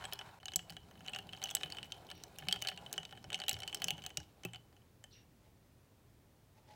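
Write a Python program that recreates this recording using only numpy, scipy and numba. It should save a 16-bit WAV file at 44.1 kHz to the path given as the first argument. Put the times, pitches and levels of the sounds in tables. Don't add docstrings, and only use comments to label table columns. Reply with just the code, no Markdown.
import sys
import numpy as np
from scipy import signal
from scipy.fft import rfft, irfft
from scipy.io import wavfile
from scipy.ndimage import uniform_filter1d
from numba import njit

SR = 44100
rng = np.random.default_rng(int(sys.argv[2]) if len(sys.argv) > 2 else 0)


def store_wav(level_fs):
    pcm = np.round(np.clip(np.atleast_2d(level_fs), -1, 1) * 32767)
    wavfile.write(sys.argv[1], SR, pcm.T.astype(np.int16))


def field_ratio(decibels):
    return 10 ** (np.asarray(decibels, dtype=float) / 20)


N = 297671


def noise():
    return rng.standard_normal(N)


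def level(x, db):
    return x * field_ratio(db) / np.sqrt(np.mean(x ** 2))


def band(x, hz, width):
    return signal.lfilter(*signal.iirpeak(min(hz, .45 * SR), hz / width, fs=SR), x)


def curve(rows, column=1):
    rows = np.array(rows)
    return np.interp(np.arange(N) / SR, rows[:, 0], rows[:, column], left=-150, right=-150)


def swell(rate, spread_db):
    hold = int(SR / rate)
    steps = np.repeat(rng.standard_normal(N // hold + 1), hold)
    return field_ratio(spread_db * uniform_filter1d(steps, hold)[:N])


@njit
def add(out, s, hz, t60, gain, rise):
    for k in range(len(s)):
        start = int(s[k] * SR)
        turn = np.exp(2j * np.pi * hz[k] / SR - np.log(1000) / (t60[k] * SR))
        z, contact, release = gain[k] + 0j, 1., np.exp(-1 / (rise * SR))
        for i in range(start, min(len(out), start + int(t60[k] * SR))):
            out[i] += z.imag * (1 - contact)
            z *= turn
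            contact *= release


def ring(s, db, modes, spot_db, wobble, rise, lead_hz=None):
    hz, mode_db, t60 = np.transpose(modes)
    chance = rng.standard_normal((len(s), 4, len(hz)))
    if lead_hz is not None:
        mode_db = mode_db - np.minimum(60 * np.abs(np.log(hz / lead_hz[:, None])), 18)
    gain = np.sign(chance[:, 0]) * field_ratio(mode_db + spot_db * chance[:, 1])
    gain = gain * (field_ratio(db) / np.sqrt(np.sum(gain ** 2, axis=1)))[:, None]
    bent_hz = np.minimum(hz * (1 + wobble * chance[:, 2]), .45 * SR)
    bent_t60 = t60 * field_ratio(1.5 * chance[:, 3])
    out = np.zeros(N)
    add(out, np.repeat(s, len(hz)), bent_hz.ravel(), bent_t60.ravel(), gain.ravel(), rise)
    return out


def crack(s, db, lo_hz, hi_hz, t60, count=12):
    chance = rng.random((len(s), 2, count))
    place = (np.arange(count) + chance[:, 0]) / count
    pitch = lo_hz * (hi_hz / lo_hz) ** place * np.ones((len(s), 1))
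    gain = field_ratio(db)[:, None] * np.exp(2j * np.pi * chance[:, 1]).real / np.sqrt(count / 2)
    out = np.zeros(N)
    add(out, np.repeat(s, count), pitch.ravel(), np.full(pitch.size, t60), gain.ravel(), .00028)
    return out


# (time [s], ring level [dB], crack level [dB], crack pitch [Hz], top level [dB])
STRIKES = [(0.1335, -40, -41.5, 5200, -40), (0.5595, -34, -22, 7600, -31.5),
           (1.4393, -29.5, -32, 6030, -45), (1.5104, -37.5, -40, 6000, -50.5),
           (1.5505, -30, -23.5, 8100, -28.5), (2.3856, -42, -45.5, 5650, -45.5),
           (2.4853, -23, -33, 4760, -47.5), (2.5255, -24, -25, 4480, -41.5), (2.622, -29, -36.5, 6170, -44),
           (2.6721, -32, -34.5, 4270, -48), (2.928, -43, -35.5, 6160, -35), (3.482, -24.5, -29, 3810, -37),
           (3.4933, -29, -25.5, 7840, -33), (3.5118, -29, -39, 4200, -47), (3.5297, -44, -37, 5440, -44.5),
           (3.746, -35, -30, 5400, -41), (3.8191, -29.5, -36, 4330, -47), (3.8424, -30.5, -28.5, 6240, -39),
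           (3.8832, -25, -34.5, 4400, -43), (3.906, -25.5, -33, 6250, -41), (4.0636, -35.5, -36, 6400, -47),
           (4.1718, -31.5, -26.5, 5790, -47), (4.45, -37.5, -42, 7800, -47.5), (5.04, -46, -52, 7400, -62)]
STRIKE_RING_HZ = [3300, 3020, 2980, 3340, 2960, 2840, 2970, 3184, 2975, 3070, 2950, 2887, 2884, 2934, 2980,
                  3070, 3010, 3020, 2940, 2936, 2940, 2910, 2640, 3090]
KNOCK_RING_HZ = [3250, 2990, 3000, 2994, 2950, 2970, 2990, 2840, 2860, 2930, 2840, 3116, 2940, 2900, 2990,
                 3020, 2990, 2990, 3100, 3032, 2900, 2995, 2880, 2947, 2960, 3050, 2990]
# (time [s], ring
# level [dB], low wall mode level [dB], crack level [dB])
KNOCKS = [(0.0525, -40, -44.5, -44.5), (0.1244, -33, -42.5, -43), (0.1904, -34, -47.5, -47),
          (0.4824, -32, -48.5, -43.5), (0.5923, -38, -52, -52), (0.7668, -39, -51, -51),
          (1.0823, -34.5, -50, -46.5), (1.134, -30.5, -51, -47), (1.1477, -41, -47, -40.5),
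          (1.1612, -32.5, -44.5, -43.5), (1.187, -37.5, -45.5, -46), (1.3325, -36.5, -50.5, -46.5),
          (1.4723, -39, -57, -50), (1.491, -36, -58, -49), (1.568, -31.5, -47.5, -38.5),
          (1.6332, -26.5, -43, -40.5), (1.7223, -35, -54.5, -41), (1.785, -34, -48.5, -52),
          (1.921, -34, -54.5, -40.5), (2.6854, -26.5, -49, -34.5), (2.7753, -36.5, -54, -45),
          (2.9789, -26, -43, -40), (3.3292, -32, -45, -36.5), (3.344, -26.5, -48, -33),
          (3.4375, -35.5, -47.5, -48), (3.6331, -34.5, -47.5, -39.5), (3.677, -31.5, -52, -35.5)]
NUDGES = [(0.0229, -45, -48, -61), (0.0405, -42, -44, -50), (0.2125, -41.5, -48, -58),
          (0.6967, -42, -58.5, -48), (1.0944, -43, -52, -53), (1.2908, -40.5, -61, -61),
          (1.4174, -42, -50.5, -48), (1.5025, -40.5, -56, -39.5), (1.6596, -40.5, -49.5, -53),
          (1.7018, -47, -54, -48), (1.7476, -41, -53, -59), (1.7694, -38, -56, -52.5),
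          (1.8296, -36.5, -57, -47.5), (2.1018, -44.5, -54, -51), (2.4234, -50, -48, -63),
          (2.5404, -43, -45, -53), (2.5602, -36.5, -45.5, -47), (2.6495, -35.5, -44, -50),
          (2.8627, -39, -69, -54), (2.9384, -43, -50, -44), (3.0517, -42, -55, -45.5),
          (3.1253, -40.5, -48.5, -55), (3.242, -46.5, -50, -52), (3.3029, -39.5, -49, -48),
          (3.4009, -37, -46, -40.5), (3.4176, -33, -49.5, -48), (3.5417, -35, -59, -46),
          (3.6027, -41.5, -61, -45),
          (0.2895, -58, -53, -70), (0.4304, -49, -53, -60), (0.4565, -36.5, -51.5, -41),
            (0.7027, -56, -52, -46), (0.7231, -51, -55, -54.5), (0.9112, -57, -57.5, -60.5),
            (1.0066, -53, -56.5, -63), (1.4564, -35, -51.5, -51), (1.6107, -40, -51, -52),
            (2.114, -42.5, -48, -43), (2.2368, -51.5, -58.5, -41.5), (2.7154, -47, -46, -59),
            (3.1742, -46.5, -55.5, -57), (3.5658, -43, -50, -52), (3.589, -44, -59, -49),
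            (3.6206, -40, -52.5, -47), (3.7274, -34, -50.5, -44.5), (3.7715, -45, -64, -51.5),
            (3.98, -43, -51, -53), (4.0205, -44.5, -68, -53), (4.1036, -44, -55, -54.5),
            (4.2014, -63, -54, -50), (4.435, -40, -57, -55), (4.5341, -41, -53.5, -52),
            (4.7274, -68, -66, -75), (4.7655, -58, -70, -68),
          (0.0097, -49, -52, -62), (0.5194, -43, -53.5, -52), (0.5358, -34.5, -57, -45.5),
            (0.954, -59, -59, -66), (1.0628, -45, -54, -56), (1.077, -44, -54, -50),
            (1.4272, -37, -47.5, -44.5), (2.47, -54, -48, -60), (2.5112, -33.5, -50, -43),
            (2.617, -40, -61, -48), (2.659, -45, -44, -64), (2.913, -61, -55.5, -60),
            (3.031, -50, -52, -51), (3.3202, -42, -47, -58), (3.3558, -47, -51, -46), (3.39, -54, -49, -50),
            (3.464, -44, -62, -59.5), (3.684, -42, -67, -51), (4.0388, -42.5, -53.5, -48),
            (4.05, -41, -50.5, -56), (4.5462, -42, -53, -59), (4.5589, -44, -55, -54.5),
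            (4.819, -66, -77, -77)]
# (crack pitch [Hz], top level [dB])
KNOCK_COLOUR = [(8170, -63), (5560, -67), (5360, -64), (3700, -65.6), (7950, -67), (3830, -66.9),
                (4110, -70.6), (3700, -66.8), (4220, -67.0), (6440, -60.7), (3770, -56), (3700, -69.1),
                (4110, -71), (3700, -68.5), (4110, -58), (3970, -59.2), (4560, -63.3), (4180, -68),
                (6220, -61), (4350, -57), (4500, -72), (6150, -63.5), (3680, -62.0), (6250, -63.0),
                (3940, -72), (4460, -73.0), (4330, -53.9)]
NUDGE_COLOUR = [(3700, -79.7), (4940, -72), (3700, -82.9), (4700, -68), (8830, -68.0), (4070, -76.3),
                (3710, -62.3), (6800, -61.3), (3700, -68.5), (4600, -68), (6440, -69), (4800, -70),
                (3720, -69.4), (3640, -57), (3700, -78.2), (4480, -64), (4330, -62.5), (3700, -66.1),
                (3700, -78), (3700, -62), (3750, -65.9), (3680, -73), (5500, -73.2), (6240, -65.6),
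                (4350, -60), (3700, -70), (4540, -65.2), (5550, -59),
                (4010, -82), (4330, -79.8), (6350, -58), (4770, -54), (4330, -69), (6300, -71),
                   (6350, -73), (3700, -59.7), (3700, -67.5), (4390, -65), (5800, -56), (3900, -65.5),
                   (3700, -77.9), (3700, -74.5), (5450, -65.5), (4370, -74.3), (3670, -69.9), (5040, -68),
                   (6400, -69.2), (6350, -79.9), (6120, -75.3), (5700, -74.5), (6120, -70.9), (7800, -72),
                   (4740, -81.2), (6350, -86),
                (4110, -79.5), (4200, -69.9), (6160, -63), (3980, -81.7), (6220, -73.0), (3810, -64.0),
                  (4410, -62), (6460, -76.7), (3700, -65.5), (6240, -58), (3700, -77.6), (6370, -75.8),
                  (3730, -74.5), (3700, -71.8), (6010, -72.1), (6440, -68), (5640, -83.5), (4500, -73.8),
                  (3700, -63.8), (6310, -69.2), (6700, -75.0), (4590, -69.6), (3920, -85.1)]
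# (time [s], ring level [dB], crack level [dB])
TICKS = [(0.0447, -44, -47.5), (0.116, -56, -56), (0.156, -51, -57), (0.2621, -56, -64), (0.401, -57, -64),
         (0.4094, -60.5, -68), (0.708, -52, -55), (0.7326, -60, -56), (0.8319, -60, -67),
         (0.9771, -54, -65), (1.0471, -54, -60), (1.054, -50, -62), (1.2234, -60, -70),
         (1.3267, -48, -54.5), (1.3484, -44, -62), (1.3662, -61, -57), (1.3743, -47, -57),
         (1.3969, -55, -66), (1.4868, -44.5, -49.5), (1.6059, -48, -55), (1.6757, -53, -58),
         (1.7142, -48, -64), (1.8443, -54, -53.5), (1.8484, -50, -60), (1.9026, -54, -60),
         (1.944, -51, -62), (1.978, -55, -63), (2.0482, -63, -68), (2.0895, -47, -68), (2.201, -55, -69.5),
         (2.3426, -60.5, -70), (2.3914, -48.5, -55), (2.4003, -47, -60), (2.4367, -52, -64),
         (2.4517, -51.5, -62), (2.4651, -57.5, -60), (2.5177, -41, -54.5), (2.5897, -53, -59),
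         (2.6048, -52, -58), (2.6386, -45, -52.5), (2.6885, -29, -36.5), (2.7, -52, -45),
         (2.7257, -44, -60), (2.7883, -51, -66), (2.9596, -51, -59), (3.0003, -52, -60), (3.0923, -52, -60),
         (3.1096, -50, -54), (3.1516, -52, -63), (3.166, -56, -63), (3.3773, -44, -55), (3.6944, -45, -54),
         (3.6988, -45, -59), (3.7577, -56, -52), (3.8, -51.5, -52), (3.832, -43, -56), (3.8721, -51, -49),
         (3.9897, -50, -62), (4.2305, -61, -58), (4.486, -51.5, -69)]
# (lowest [Hz], highest [Hz])
TICK_RANGE = (4200, 6770)


def contacts():
    wall_ring_hz = 2990
    s, ring_db, crack_db, hz, top_db = np.transpose(STRIKES)
    wall_db = -26.5 + 0.58 * ring_db
    straw = [s, ring_db, wall_db, crack_db, hz, top_db + 10, STRIKE_RING_HZ]

    s, ring_db, wall_db, crack_db = np.transpose(KNOCKS + NUDGES)
    hz, top_db = np.transpose(KNOCK_COLOUR + NUDGE_COLOUR)
    ring_hz = np.append(KNOCK_RING_HZ, np.full(len(s) - len(KNOCKS), wall_ring_hz))
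    ice = [s, ring_db, wall_db + 2, crack_db, hz, top_db + 12, ring_hz]

    s, ring_db, crack_db = np.transpose(TICKS)
    lo_hz, hi_hz = TICK_RANGE
    hz = lo_hz * (hi_hz / lo_hz) ** rng.random(len(s))
    ring_hz = np.full(len(s), wall_ring_hz)
    tick = [s, ring_db - 0.5, ring_db - 11.5, crack_db - 3.5, hz, crack_db - 4.5, ring_hz]

    rows = np.concatenate([straw, ice, tick], axis=1)
    ring_gain_db, crack_gain_db = 1, 6
    return rows + np.array([0, ring_gain_db, 0, crack_gain_db, 0, 0, 0])[:, None]


# (frequency [Hz], level [dB], decay t60 [s])
WALL = [(404.4, -7, 0.11), (597.3, -0.5, 0.051), (753.8, 4.5, 0.052), (823, -4, 0.082), (1656, -2, 0.022),
        (1765, 0, 0.042)]
# (frequency [Hz], level [dB], decay t60 [s])
RING = [(2655, -14.5, 0.036), (2935, -0.5, 0.027), (3028, -2.5, 0.029), (3104, -3, 0.028),
        (3250, -3.5, 0.024)]


def knocks(s, ring_db, wall_db, ring_hz):
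    glass = np.zeros(N)
    add(glass, s, ring_hz, np.full(len(s), .03), field_ratio(ring_db + 4), .0012)
    glass += ring(s, ring_db - 3, RING, spot_db=5.0, wobble=0.014, rise=0.00028)
    glass += ring(s, wall_db + .1, WALL[:4], spot_db=3.0, wobble=.012, rise=.004)
    glass += ring(s, wall_db - 2.5, WALL[4:], spot_db=4.0, wobble=.015, rise=.0008)
    glass += crack(s, ring_db - 14.0, 3800, 11000, t60=0.008, count=20)
    glass += crack(s, wall_db + 1.5, 1000, 2700, t60=0.023)
    glass += crack(s, ring_db - 8, 1804, 3800, t60=0.018)

    chance = rng.random((len(s), 2, 3))
    later = (s[:, None] + .006 - .014 * np.log(chance[:, 0] + 1e-2)).ravel()
    softer_db = (ring_db[:, None] - 19.0 - 12 * chance[:, 1]).ravel()
    glass += ring(later, softer_db, RING, spot_db=2.5, wobble=0.0035, rise=0.00043)
    return glass + crack(later, softer_db - 5, 1500, 14000, t60=.008, count=24)


# (frequency [Hz], level [dB], decay t60 [s])
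STRAW = [(4040, -8, .02), (4480, -1.5, 0.021), (4870, -18, 0.0198), (5500, 2, 0.026), (6280, 10.5, 0.017),
         (6510, -27, .04), (7850, -1, 0.032)]
# (frequency [Hz], level [dB], decay t60 [s])
TOP = [(10500, -6, .025), (13100, -9, .02), (14800, 0, .02)]


def clicks(s, click_db, hz, top_db):
    pitch = hz[:, None]
    sharp = crack(s, click_db - 0.5, 3360, 9520, t60=0.0059, count=20)
    sharp += crack(s, click_db, 0.96 * pitch, 1.047 * pitch, t60=0.0077, count=4)
    sharp += crack(s, top_db - 2.0, 9670, 15900, t60=0.0083, count=20)
    sharp += crack(s, click_db - 0.5, 0.622 * pitch, 1.53 * pitch, t60=0.0032, count=10)
    straw = ring(s, click_db - 9.5, STRAW, spot_db=3.0, wobble=0.014, rise=0.000301, lead_hz=hz)
    return sharp + straw + ring(s, top_db - 16.5, TOP, spot_db=7.5, wobble=0.018, rise=.0003)


# (time [s], level [dB])
STIR = [(0.0, -1.5), (0.35, -10), (0.79, -5.5), (1.2, -2.5), (1.67, 3), (2.12, -2.5), (2.6, 1), (3.15, -4),
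        (3.62, -0.5), (3.95, 2), (4.29, -9.5), (4.6, -13.5), (5.0, -35.5)]


def effort(db, slope):
    return db + slope * curve(STIR)


def jostling():
    chance = rng.random((800, 2))
    s = chance[:, 0] * STIR[-1][0]
    size_db = effort(-62, 1.5)[(s * SR).astype(int)] - 4.5 * np.log(chance[:, 1] + 0.0103)
    small = ring(s, size_db - 13.5, RING, spot_db=1.0, wobble=.015, rise=0.000675)
    low_hz = 1300 * 3.2 ** rng.random((len(s), 1))
    small += crack(s, size_db - 5, low_hz, 2.1 * low_hz, t60=0.016, count=10)
    small += crack(s, size_db - 8.0, 8000, 16000, t60=0.0073, count=10)
    watery = ring(s[::3], size_db[::3] - 9.0, WALL[:5], spot_db=1.5, wobble=0.062, rise=.003)
    return small + watery


def slosh():
    flow = np.zeros(N)
    for hz, db, t60 in WALL[:4]:
        flow += field_ratio(db) * band(noise(), hz, 14.0 / t60) * swell(14, spread_db=5.5)
    flow += field_ratio(-0.5) * band(noise(), 940, 98) * swell(15, spread_db=6.0)
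    flow += field_ratio(-11.0) * band(noise(), 1400, 900) * swell(25, spread_db=3.5)
    flow += field_ratio(-2.5) * band(noise(), 3070, 163) * swell(30, spread_db=-0.5)
    flow += field_ratio(-18) * band(noise(), 3806, 4000) * swell(45, spread_db=5.0)

    first = band(noise(), 940, 200) + field_ratio(-13) * band(noise(), 1500, 900)
    first *= field_ratio(-25 * np.arange(N) / SR) * (np.arange(N) < HOLE[0] * SR)
    first = level(first * swell(39.8, spread_db=3.5), -71.0)
    return level(flow, -1.8) * field_ratio(effort(-62.5, 0.97)) + first


def room(x, t60, early_t60, early_db, late_db):
    t = np.arange(int(.4 * SR)) / SR
    early = rng.standard_normal(len(t)) * field_ratio(-60 * t / early_t60)
    late = band(rng.standard_normal(len(t)), 3000, 4700) * field_ratio(-60 * t / t60)
    late *= 1 - np.exp(-t / 0.03)
    tail = field_ratio(early_db) * early / np.sqrt(np.sum(early ** 2))
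    tail += field_ratio(late_db) * late / np.sqrt(np.sum(late ** 2))
    return x + signal.fftconvolve(x, tail)[:N]


# (time [s], level [dB], pitch [Hz])
THUMPS = [(0.052, -55, 109), (0.263, -55, 106), (0.56, -50, 175), (0.7, -51, 164), (0.83, -53, 145),
          (0.969, -52.5, 191), (1.271, -56, 153), (1.333, -54, 123), (1.545, -55, 137), (1.641, -46, 153),
          (1.876, -55.5, 120), (2.128, -52, 190), (2.417, -43.5, 132), (2.474, -44, 180),
          (2.551, -49.5, 114), (2.733, -54.5, 175), (2.93, -52, 170), (2.987, -53, 170), (3.139, -58, 119),
          (3.349, -50, 152), (3.527, -45, 118), (3.849, -47, 156), (3.918, -41, 141), (4.046, -50.5, 170),
          (4.175, -45, 121)]
# (frequency [Hz], level [dB], decay t60 [s])
DESK = [(79, 1.5, 0.29), (112.5, -11, 0.45), (139, 0.5, 0.095), (168.7, 2.5, 0.17), (311.5, -7.5, 0.38),
        (393, -1.5, 0.071)]


def desk():
    s, db, hz = np.transpose(THUMPS)
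    thump = ring(s, db + 3.5, DESK, spot_db=2.5, wobble=0.045, rise=0.0066, lead_hz=hz)
    hum = np.zeros(N)
    for hz, db, t60 in DESK:
        hum += field_ratio(db) * band(noise(), hz, 6 / t60) * swell(9, spread_db=5.5)
    return thump + level(hum, -1.7) * field_ratio(effort(-60.5, .7))


# (time [s], level [dB])
DROP = [
    (4.451, -35),
]
# (frequency [Hz], level [dB], decay t60 [s])
ROCK = [(118, -9, 0.7), (175, -4, 0.2), (371, 3.5, 0.041), (522, -4, 0.04)]


def straw_drop():
    s, db = np.transpose(DROP)
    fall = ring(s, db + 0.5, ROCK, spot_db=-0.5, wobble=.001, rise=0.00037)
    fall += crack(s, db - 12, 236, 1510, t60=0.074, count=30)
    fall += crack(s, db - 12, 2300, 3100, t60=0.084, count=14)
    fall += ring(s, db - 14, TOP, spot_db=0.6, wobble=.005, rise=.0003)
    return fall + crack(s, db - 19, 4000, 15500, t60=0.059, count=60)


def murmur(body, tables, grain_db, late_s):
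    grain = uniform_filter1d(np.repeat(rng.standard_normal(N // 300 + 1), 300), 200)[:N]
    envelope = sum(field_ratio(curve(rows)) for rows in tables) * field_ratio(grain_db * grain)
    out = np.zeros(N)
    for hz, width, db in body:
        lag = int(late_s * SR * abs(np.log2(body[0][0] / hz)))
        tone = band(band(noise(), hz, width), hz, 2 * width)
        out += np.roll(envelope, lag) * level(tone, db)
    return out


# (time [s], level [dB])
FAR = [
    [(2.125, -87), (2.145, -69), (2.24, -81)],
    [(5.104, -87), (5.112, -66), (5.22, -81)],
]
# (frequency [Hz], width [Hz], level [dB])
FAR_BODY = [(4340, 580, -3), (5650, 250, 1.5), (3730, 640, -1.5), (2820, 220, -2), (2100, 960, -5)]


def far_clinks():
    return murmur(FAR_BODY, FAR, grain_db=-1.0, late_s=0.039)


# (time [s], level [dB])
RUSTLE = [
    [(5.40, -87), (5.44, -74), (5.49, -76), (5.52, -93)],
    [(6.55, -88.5), (6.58, -68.5), (6.62, -83), (6.66, -75), (6.69, -64.5), (6.75, -64.5)],
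]
# (frequency [Hz], width [Hz], level [dB])
RUSTLE_BODY = [(862, 61, -2), (606, 140, -5), (2060, 850, -8.5), (3860, 3040, -8)]


def rustle():
    return murmur(RUSTLE_BODY, RUSTLE, grain_db=-2.0, late_s=0)


# (frequency [Hz], density [dB per Hz])
HUSH = [(19, -37), (32, -10.5), (117, -3.5), (160, -10.5), (355, -16), (1290, -28.5), (3000, -33),
        (15500, -40.5)]


def hush():
    hz, db = np.transpose(HUSH)
    f = np.arange(N // 2 + 1) * SR / N + 1
    shape = field_ratio(np.interp(np.log(f), np.log(hz), db)) * (f < 15900)
    return level(irfft(rfft(noise()) * shape, N), -65.5)


def scene():
    s, ring_db, wall_db, crack_db, hz, top_db, ring_hz = contacts()
    glass = knocks(s, ring_db, wall_db, ring_hz) + clicks(s, crack_db, hz, top_db)
    glass += jostling() + slosh()
    near = room(glass, t60=0.21, early_t60=0.019, early_db=-7.5, late_db=-24.0)
    return (near + desk() + straw_drop() + far_clinks() + rustle() + hush())[None]


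# (start [s], end [s])
HOLE = (.391, .400)


def roll_off(x):
    return signal.sosfilt(signal.butter(12, 17090, fs=SR, output="sos"), x)


def record(dry):
    heard = signal.sosfilt(signal.butter(3, 34, "high", fs=SR, output="sos"), dry)
    heard = heard + field_ratio(-5) * band(heard, 15300, 2500)
    t = np.arange(N) / SR
    outside = np.maximum(HOLE[0] - t, t - HOLE[1])
    return roll_off(heard * np.clip(outside / 0.0016, .2, 1))


dry = scene()
out = record(dry)
store_wav(out)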